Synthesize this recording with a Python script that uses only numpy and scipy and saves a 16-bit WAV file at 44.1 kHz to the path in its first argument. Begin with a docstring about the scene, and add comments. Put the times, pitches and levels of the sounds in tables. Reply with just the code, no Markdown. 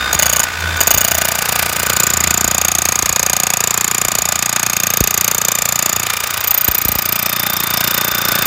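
"""An electric demolition hammer chisels stony soil in a trench, close to a phone; an engine drones far off.
The bit rattles loose, lifts off briefly, then bites at 1.1 s and takes 29 blows a second: steel rings,
stone crunches, the ground thuds. Gears whine under each compression stroke, the fan rushes, the housing
buzzes and flying grit knocks the phone. At 6 s the stone splits and the thud drops away;
from 6.5 s the bit settles on firmer ground below."""
import sys
import numpy as np
from scipy import signal
from scipy.fft import rfft, irfft
from scipy.io import wavfile
from scipy.ndimage import uniform_filter1d

SR = 44100
rng = np.random.default_rng(int(sys.argv[2]) if len(sys.argv) > 2 else 0)


def inscribe(sig):
    """Save sig as 16-bit PCM at rate SR to the path in sys.argv[1].

    A 1-D sig is mono; a 2-D sig holds one channel per row.
    Samples are clipped to [-1, 1] before scaling.
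    """
    pcm = np.round(np.clip(np.atleast_2d(sig).T, -1, 1) * 32767)
    wavfile.write(sys.argv[1], SR, pcm.astype(np.int16))


N = 373086

BITE_S, BLOW_HZ = 1.1108, 29.275
SPLIT_S, SETTLE_S = 5.97, 6.51

# bit in its hole: time_s, play (0 wedged, 1 free)
BIT_PLAY = [(0, 0.88), (.95, 1), (1.2, .7), (1.8, 0.61), (2.3, 0.27), (3.2, 0.087), (5.8, .1), (6.2, .55),
            (6.6, 0.64), (7.3, .39), (8.4, 0.35)]
# housing's exposure to the phone: time_s, view (0 hidden, 1 open), third_harmonic_db
HOUSING_EXPOSURE = [(0, 1, -24), (.3, 0.88, -33), (.55, 0.83, -40), (.7, 0.89, -31), (.9, 0.79, -35),
                    (2, 0.83, -37), (3, 0.21, -38), (5.8, 0.25, -34.5), (6.3, 0.51, -34), (7, 0.32, -39),
                    (7.4, 0.54, -27), (8.4, 0.96, -25)]


def hammer():
    """The striker hits the bit, which rings and drives into the stone."""
    # uneven blows before the bite: start_s, force_db, play
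    loose_blows = [(.129, -2.5, 0.1), (.143, -4.5, 0.88), (0.19, 5.5, 0.87), (.223, 3.5, 1),
                   (0.257, 1.5, 0.98), (.294, 0.5, 0.65), (.327, 0.5, .9), (.361, -0.5, 0.9),
                   (0.394, -1.5, 0.97), (.432, -6.5, 0.84), (0.482, -25, 0.9), (.528, -24, .5),
                   (.602, -22, 0.8), (.765, -16.5, 0.8), (.805, 2, 0.94), (.83, -9, 0.7), (.871, 4.5, 0.82),
                   (.906, 3.5, .9), (0.939, 2.5, .9), (.975, 3.5, .85), (1.008, 2, .8), (1.043, 2, 0.96),
                   (1.078, -.5, .75)]
    # stone cracking: time_s, extra_crunch_db
    cracks = [(1.55, 1), (1.9, 3.5), (2.25, 7.5), (3.17, 2.5), (4.33, 3.5), (4.561, 2), (4.83, 0.5),
              (6.08, 4), (6.41, 3), (6.82, 1), (7.82, 3)]
    loose_s, loose_db, loose_play = np.transpose(loose_blows)
    steady_s = np.arange(BITE_S, N / SR, 1 / BLOW_HZ)
    times = np.r_[loose_s, steady_s]
    play = np.r_[loose_play, read(BIT_PLAY, steady_s)[0]]
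    late, bounce, scatter, spall, clink = rng.standard_normal((len(times), 5)).T
    # a free bit sits further forward: struck later, less evenly
    times += play * (0.0007 + 0.00013 * late) - 0.0003
    force_db = np.r_[loose_db, np.zeros_like(steady_s)] + (0.63 + 1.4 * play) * scatter
    change = 0.03 + 0.43 * play ** 2
    age = (np.arange(int(SR * 0.045)) - (times * SR % 1)[:, None]) / SR
    sunk_s = times - N / SR / 2  # soil muffles the sinking bit
    crack_db = sum(db * bump(times - at_s, width_s=0.021) for at_s, db in cracks)
    crunch_db = force_db - 25.5 - 0.43 * sunk_s + crack_db
    grit_db = force_db - 27 - 0.54 * sunk_s
    return (bit_ring(times, age, play, change, bounce, clink, force_db, crunch_db, grit_db)
            + backlash(times, age, change, -36 - 3 * play + 2.1 * late)
            + stone_knock(times, age, change, force_db - 33 - 2 * sunk_s - 4.8 * play)
            + crushing(times, age, play, crunch_db + 1.2 * spall, grit_db + 0.65 * spall)
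            + ground_thud(times, age, force_db - 32.5 + 0.5 * spall))


def bit_ring(times, age, play, change, bounce, clink, force_db, crunch_db, grit_db):
    """Steel modes ring at the blow and again as the bit rebounds against its holder."""
    # bit modes: nominal_hz, gain_db, t60_s
    first_modes = [(6520, 2.5, .025), (6903, 18, 0.0075), (6973, 13, 0.02)]
    second_modes = [(13660, 0, .022), (14000, -9, .015)]
    bending_modes = [(4700, -10, .025), (5200, 0, .04), (5560, -8, .035), (5920, -6, .03)]
    clank_modes = [(680, -2, .03), (1720, -5, .025), (2920, 0, .04), (4720, -5, .035)]
    shank_modes = [(8600, -3.5, .02), (9350, -3, .024), (11150, -3, .022), (12150, -2, .025),
                   (15280, -1, .03)]
    # ring of the two length modes: time_s, first_db, second_db
    ring_levels = [(.2, -16.5, -26), (.93, -15.5, -18.5), (1.25, -24, -28), (1.65, -30, -30),
                   (2.05, -17, -26), (3.5, -18.5, -42), (4.5, -21, -36), (5, -19.5, -22), (5.95, -19, -26),
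                   (6.15, -30.5, -46), (6.38, -30, -28), (6.5, -24.5, -13), (7.3, -34, -21),
                   (8.4, -30.5, -20.5)]
    rebound_age = age - (0.002 + play * (0.0038 + 0.001 * bounce))[:, None]
    contact = swell(age, rise_s=0.00054)
    recontact = (0.13 + 1.5 * play)[:, None] * swell(rebound_age, rise_s=0.00089)

    def steel(modes, level_db, detune, patchy_db, pull=1):
        struck = contact * ring(modes, age, change, detune, pull, patchy_db)
        rebound = recontact * ring(modes, rebound_age, change, detune, pull, patchy_db)
        return train(times, struck + rebound, level_db)

    first_db, second_db = read(ring_levels, times) + force_db
    first_pull, _ = contact_pull(times)
    grip = np.maximum(1 - play / 0.26, 0)[:, None]  # wedging stiffens the second mode
    second_pull = (13650 + 477 * grip) / 13700
    freed = swell(times - SETTLE_S, rise_s=0.66)  # the split stone lets the bit ring sideways
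    bending_db = force_db - 42 + 11 * freed + 3 * clink
    return (steel(first_modes, first_db + 0.5, detune=0.0152, patchy_db=6.5, pull=first_pull)
            + steel(second_modes, second_db - 0.3, detune=0.0025, patchy_db=1.5, pull=second_pull)
            + steel(bending_modes, bending_db, detune=0.005, patchy_db=1)
            + steel(clank_modes, crunch_db - 20 + 18 * play + 1.5 * clink, detune=0.01, patchy_db=3)
            + steel(shank_modes, grit_db - 8 + 11 * play, detune=0.008, patchy_db=3))


def crushing(times, age, play, crunch_db, grit_db):
    """Stone crushes to crunch and fine grit as the bit advances; longer and less alike with play."""
    # spectra: freq_hz, density_db
    crunch_spectrum = [(200, -16), (450, -3), (760, 0), (1200, 0.5), (1750, 1), (2100, -0.5), (2500, 3.5),
                       (3200, -3.5), (4300, -2), (5400, -6), (7000, -6), (10000, -33.5)]
    grit_spectrum = [(3000, -30.5), (5500, 0.5), (7800, 3), (9400, 4), (10400, -4), (11300, 5), (12600, -2),
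                     (14500, 7.5), (15400, -28), (16500, -20)]
    stroke_s = (0.0016 + 0.0062 * play)[:, None]
    crush = alike(0.35 + 0.33 * play, age.shape[1])
    crush *= burst(age, stroke_s, fall_s=0.0055, tail_db=-33, tail_s=0.011)
    dust = alike(0.23 + 0.13 * play, age.shape[1])
    dust *= burst(age, stroke_s, fall_s=0.0027, tail_db=-46, tail_s=0.005)
    crunch = train(times, crush, crunch_db + 2.5 - 1.9 * play)
    grit = train(times, dust, grit_db + 5 - 5 * play)
    return colour(crunch, crunch_spectrum) * crunch.std() + colour(grit, grit_spectrum) * grit.std()


def stone_knock(times, age, change, base_db):
    """The struck stone rings; louder until the bit seats and again on firm ground."""
    # stone modes: nominal_hz, gain_db, t60_s
    stone_modes = [(520, -5, .018), (765, 0, .03), (1040, -4, .022)]
    lost, firm = footing(times)
    on_surface = 1 - swell(times - BITE_S, rise_s=0.5)
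    level_db = base_db + 3.5 * on_surface - 19 * lost + 11.5 * firm
    _, pull = contact_pull(times)
    stone_age = age - 0.0008
    knock = ring(stone_modes, stone_age, 0.29 * change, detune=0.0047, pull=pull, patchy_db=2.5)
    knock *= swell(stone_age, rise_s=0.0016)
    return bass_cut(train(times, knock, level_db), hz=189, order=2)


def ground_thud(times, age, base_db, delay_s=0.0042, soft_push_s=0.00062, firm_push_s=0.00035):
    """The ground takes each push just after the steel rings; firm ground shortens it."""
    # ground response: freq_hz, gain_db
    thud_spectrum = [(40, -19.5), (85, -10), (120, 4.5), (150, 1), (195, 4), (235, 0.5), (270, -7.5),
                     (335, 0.5), (430, -3), (600, -15), (1500, -39.5)]
    lost, firm = footing(times)
    wedging = spell(times - 1.475, rise_s=0.79, hold_s=0.21, release_s=0.13)
    push_s = (soft_push_s + (firm_push_s - soft_push_s) * firm)[:, None]
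    level_db = base_db + 4.5 * wedging - 8.5 * lost + 5 * firm
    soil = train(times, bump(age - delay_s, push_s), level_db)
    return colour(soil, thud_spectrum) * soil.std()


def contact_pull(times):
    """The contact pulls the pitch of the first length mode and of the stone; returns ratios."""
    # contact tuning: time_s, first_mode_hz, stone_hz
    tuning = [(.9, 6610, 692), (1.5, 6800, 663), (2.5, 6990, 744), (3.2, 6710, 758), (3.9, 6880, 762),
              (4.4, 6740, 755), (4.9, 6760, 745), (5.8, 6720, 684), (8.4, 6710, 545)]
    first_hz, stone_hz = read(tuning, times)
    return first_hz[:, None] / 6850, stone_hz[:, None] / 765


def footing(times):
    """The stone splits: the bit loses its footing, then finds firm ground. Both 0 to 1."""
    lost = swell(times - SPLIT_S, rise_s=0.23) - swell(times - SETTLE_S, rise_s=0.44)
    firm = swell(times - SETTLE_S, rise_s=2.04)
    return lost, firm


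def backlash(times, age, change, level_db, delay_s=0.0222):
    """Gear teeth knock together as the next compression stroke begins."""
    # gear modes: freq_hz, gain_db, t60_s
    gear_modes = [(1158, 6, 0.015), (1730, -5, 0.018), (2438, -6, 0.088)]
    clack = swell(age, rise_s=0.00054) * ring(gear_modes, age, change + 0.21, detune=0.011)
    return train(times + delay_s, clack, level_db)


def motor(t):
    """The piston's load pulses gears, fan and housing through each crank turn."""
    # gear load: turn_after_blow, level_db
    crank_load = [(0, 2.5), (.1, -22), (.24, 3), (.4, 2), (.56, -17.5), (.63, -13), (.68, -16), (.76, 7),
                  (.88, -2)]
    play, = read(BIT_PLAY, t)
    idle = play ** 4
    turns = (t - BITE_S) * BLOW_HZ
    driving_db = np.interp(turns, *np.transpose(crank_load), period=1)
    pumping_db = -1 - 5.8 * np.cos(4 * np.pi * turns)  # idle piston pumps air, once each way
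    load_db = (1 - idle) * driving_db + idle * pumping_db
    hidden = 1 - read(HOUSING_EXPOSURE, t)[0]
    lifted = spell(t - 0.4, rise_s=0.054, hold_s=0.28, release_s=0.069)  # bit off, gears run light
    return (gear_whine(t, turns, play, idle, load_db, mesh_db=-29 - 4.5 * hidden - 7 * lifted)
            + fan_rush(-23 - 6.5 * hidden + 0.5 * lifted + (0.34 + 0.16 * idle) * load_db)
            + housing_buzz(t, -21.6 - 25 * hidden + 0.74 * load_db))


def gear_whine(t, turns, play, idle, load_db, mesh_db, teeth=41, swing_rad=1.58):
    """Meshing teeth whine, swelling on rebound and on compression."""
    # motor racing and sagging as the first blows catch: time_s, speed_change_pct
    speed_sag = [(0, 2), (.13, 1.5), (.26, -3), (.47, 2), (.62, -.5), (.85, .5), (1, -2.5), (1.2, 0)]
    # tooth load: turn_after_blow, level_db
    mesh_load = [(0, -3), (.07, -5), (.18, 4), (.3, -1), (.43, -7), (.54, -16), (.66, 6), (.76, 6),
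                 (.9, -9)]
    # gearbox response: freq_hz, gain_db
    gearbox = [(900, -14.5), (1140, -8), (1235, -4.5), (1275, -2.5), (1400, -16), (1800, -15)]
    # mesh overtones: multiple, gain_db
    overtones = [(2, -6), (4, -5.5), (5, -18.5), (6, -11.5)]
    slip_turns = np.cumsum(read(speed_sag, t)[0] / 100) * BLOW_HZ / SR
    phase = 2 * np.pi * teeth * (turns + slip_turns) + (0.055 + 0.24 * play) * walk(60)
    # crank speed varies within a turn: sidebands
    swing = swing_rad * (1 - idle) * np.sin(2 * np.pi * (turns - 0.6))
    sway = (1 - idle) * np.sin(2 * np.pi * (turns - 0.75))
    press_db = (1 - idle) * np.interp(turns, *np.transpose(mesh_load), period=1) + idle * load_db
    fundamental = undb(press_db) * np.sin(phase + swing + 0.24 * walk(200))
    whine = undb(mesh_db) * colour(fundamental, gearbox)
    third_db = read(HOUSING_EXPOSURE, t)[1] + (0.63 + 0.94 * idle) * load_db + 2.5
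    whine += undb(third_db) * np.sin(3 * phase + 1.3 * sway + 0.53 * walk(250))
    for multiple, gain_db in overtones:
        overtone = unit(np.sin(multiple * phase + 1.8 * sway + 0.5 * walk(300)))
        whine += undb(mesh_db + gain_db + 0.5 * load_db) * overtone
    return whine


def fan_rush(level_db):
    """Fan air: broad noise with a slight flutter."""
    # air noise: freq_hz, density_db
    fan_spectrum = [(100, -13), (280, -15), (500, -7), (1000, -1), (1700, -.5), (2500, 0), (2750, -6),
                    (3200, -6.5), (4200, -9), (5500, -10.5), (7300, -12), (8500, -22), (10400, -29),
                    (12200, -28), (16000, -33)]
    return undb(level_db + 1.16 * walk(160)) * colour(rng.standard_normal(N), fan_spectrum)


def housing_buzz(t, base_db):
    """The housing resonates, more when the motor races unloaded."""
    # housing response: freq_hz, gain_db
    housing_spectrum = [(900, -20.5), (1380, -19), (1480, 1), (1560, -8), (1680, -16.5), (1900, -20),
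                        (2300, -40), (2500, -21), (2750, -24), (5000, -34.5)]
    # motor racing: time_s, extra_db
    racing = [(.04, 2), (.7, 2.5)]
    racing_db = sum(db * bump(t - at_s, width_s=0.09) for at_s, db in racing)
    return undb(base_db + racing_db) * colour(rng.standard_normal(N), housing_spectrum)


def grit_knocks(body_hz=75, top_hz=650, cut_hz=48):
    """Flying crumbs bump the phone: dull pulses that swing out through the microphone's bass cut."""
    # impacts: start_s, peak_db
    impacts = [(0.153, -14), (.945, -8), (0.966, -15), (2.27, -18), (2.443, -11), (3.03, -11), (3.102, -17),
               (4.06, -21), (4.13, -18), (4.191, -16), (5.009, -0.5), (6.685, -4.5), (6.855, -7.5),
               (6.892, -12), (6.927, -20), (6.957, -11), (8.119, -19), (8.291, -19)]
    times, peak_db = np.transpose(impacts)
    pulse = signal.unit_impulse(SR // 10)
    pulse = signal.sosfilt(signal.butter(1, body_hz, fs=SR, output="sos"), pulse)
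    pulse = signal.sosfilt(signal.butter(2, top_hz, fs=SR, output="sos"), pulse)
    pulse = bass_cut(pulse, cut_hz, order=3)
    return lay(times, undb(peak_db)[:, None] * pulse / np.abs(pulse).max())


def distant_engine(t):
    """An engine drones on two harmonics of wavering level."""
    # drone: time_s, pitch_hz, relative_db
    drone_curve = [(0, 66.1, -26), (.45, 82.8, -25.5), (.68, 83.1, -22), (1.3, 78.5, -32.5),
                   (2.8, 79.7, -27), (3.5, 80, -38), (4.6, 86.8, -40.5), (7, 92.4, -41), (8.4, 99.6, -42)]
    pitch_hz, relative_db = read(drone_curve, t)
    phase = 2 * np.pi * np.cumsum(pitch_hz) / SR
    drone = unit(np.sin(phase) + undb(-12 + 2 * walk(2.4)) * np.sin(2 * phase))
    return undb(relative_db - 4.5 + 3.2 * walk(10)) * drone


def outdoor_rumble():
    """Low noise of drifting level."""
    # rumble: freq_hz, density_db
    rumble_spectrum = [(20, -33), (45, -14), (70, 1), (150, -5.5), (260, -16), (600, -23.5)]
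    return undb(-37 + 2 * walk(5)) * colour(rng.standard_normal(N), rumble_spectrum)


def ring(modes, age, change, detune, pull=1, patchy_db=2):
    """Modes struck at age 0; pitch and strength wander from blow to blow."""
    total, age = 0, np.maximum(age, 0)
    for hz, db, t60_s in modes:
        pitch, strength = alike(change, size=2).T[:, :, None]
        pulled_hz = hz * pull * (1 + detune * pitch)
        tone = np.sin(2 * np.pi * pulled_hz * age + rng.uniform(0, 2 * np.pi))
        total += undb(db + patchy_db * strength - 60 * age / t60_s) * tone
    return total


def alike(change, size):
    """One noise row per blow, renewed by the share `change`: the contact alters by degrees."""
    rows = rng.standard_normal((len(change), size))
    for k in range(1, len(rows)):
        rows[k] = np.sqrt(1 - change[k]) * rows[k - 1] + np.sqrt(change[k]) * rows[k]
    return rows


def burst(age, rise_s, fall_s, tail_db, tail_s):
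    """Linear rise, quick decay, faint tail from the trench walls."""
    after_s = np.maximum(age - rise_s, 0)
    decay = np.exp(-after_s / fall_s) + undb(tail_db) * np.exp(-after_s / tail_s)
    return np.clip(age / rise_s, 0, 1) * decay


def train(times, sounds, rms_db):
    """A run of blows, each scaled to rms_db over one crank turn."""
    gain = undb(rms_db) * np.sqrt(SR / BLOW_HZ / np.sum(sounds ** 2, axis=1))
    return lay(times, sounds * gain[:, None])


def lay(times, sounds):
    track = np.zeros(N)
    for start, sound in zip((times * SR).astype(int), sounds):
        track[start:start + len(sound)] += sound[:max(N - start, 0)]
    return track


def colour(x, spectrum, size=2048):
    """Minimum-phase filter; output rms 1."""
    hz, db = np.transpose(spectrum)
    bin_hz = np.fft.rfftfreq(size, 1 / SR)
    log_gain = np.log(undb(np.interp(np.log(bin_hz + 1), np.log(hz), db)))
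    cepstrum = irfft(log_gain) * (1 + np.sign(np.fft.fftfreq(size)))
    impulse = irfft(np.exp(rfft(cepstrum)))
    return unit(signal.oaconvolve(x, impulse)[:N])


def bass_cut(x, hz, order):
    return signal.sosfilt(signal.butter(order, hz, "high", fs=SR, output="sos"), x)


def walk(rate_hz):
    """Smooth random drift, rms 1."""
    hold = int(SR / rate_hz)
    steps = np.repeat(rng.standard_normal(N // hold + 1), hold)
    return unit(uniform_filter1d(steps, hold)[:N])


def swell(age, rise_s):
    """Smooth step, 0 to 1."""
    x = np.clip(age / rise_s, 0, 1)
    return x * x * (3 - 2 * x)


def spell(age, rise_s, hold_s, release_s):
    return swell(age, rise_s) - swell(age - rise_s - hold_s, release_s)


def bump(age, width_s):
    return np.exp(-(age / width_s) ** 2)


def read(table, times):
    """Table columns interpolated at the given times."""
    time_s, *columns = np.transpose(table)
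    return [np.interp(times, time_s, column) for column in columns]


def undb(db):
    return 10 ** (np.asarray(db) / 20)


def unit(x):
    return x / np.sqrt(np.mean(x ** 2))


def scene():
    t = np.arange(N) / SR
    return (hammer() + motor(t) + grit_knocks() + distant_engine(t) + outdoor_rumble())[None]


def record(dry, top_hz=15800):
    """The hardest blows overload the phone, which also cuts the deep bass and the top."""
    clipped = dry / (1 + dry ** 8) ** (1 / 8)
    top_cut = signal.ellip(8, 0.2, 60, top_hz, fs=SR, output="sos")
    return signal.sosfilt(top_cut, bass_cut(clipped, hz=32, order=4))


dry = scene()
out = record(dry)
inscribe(out)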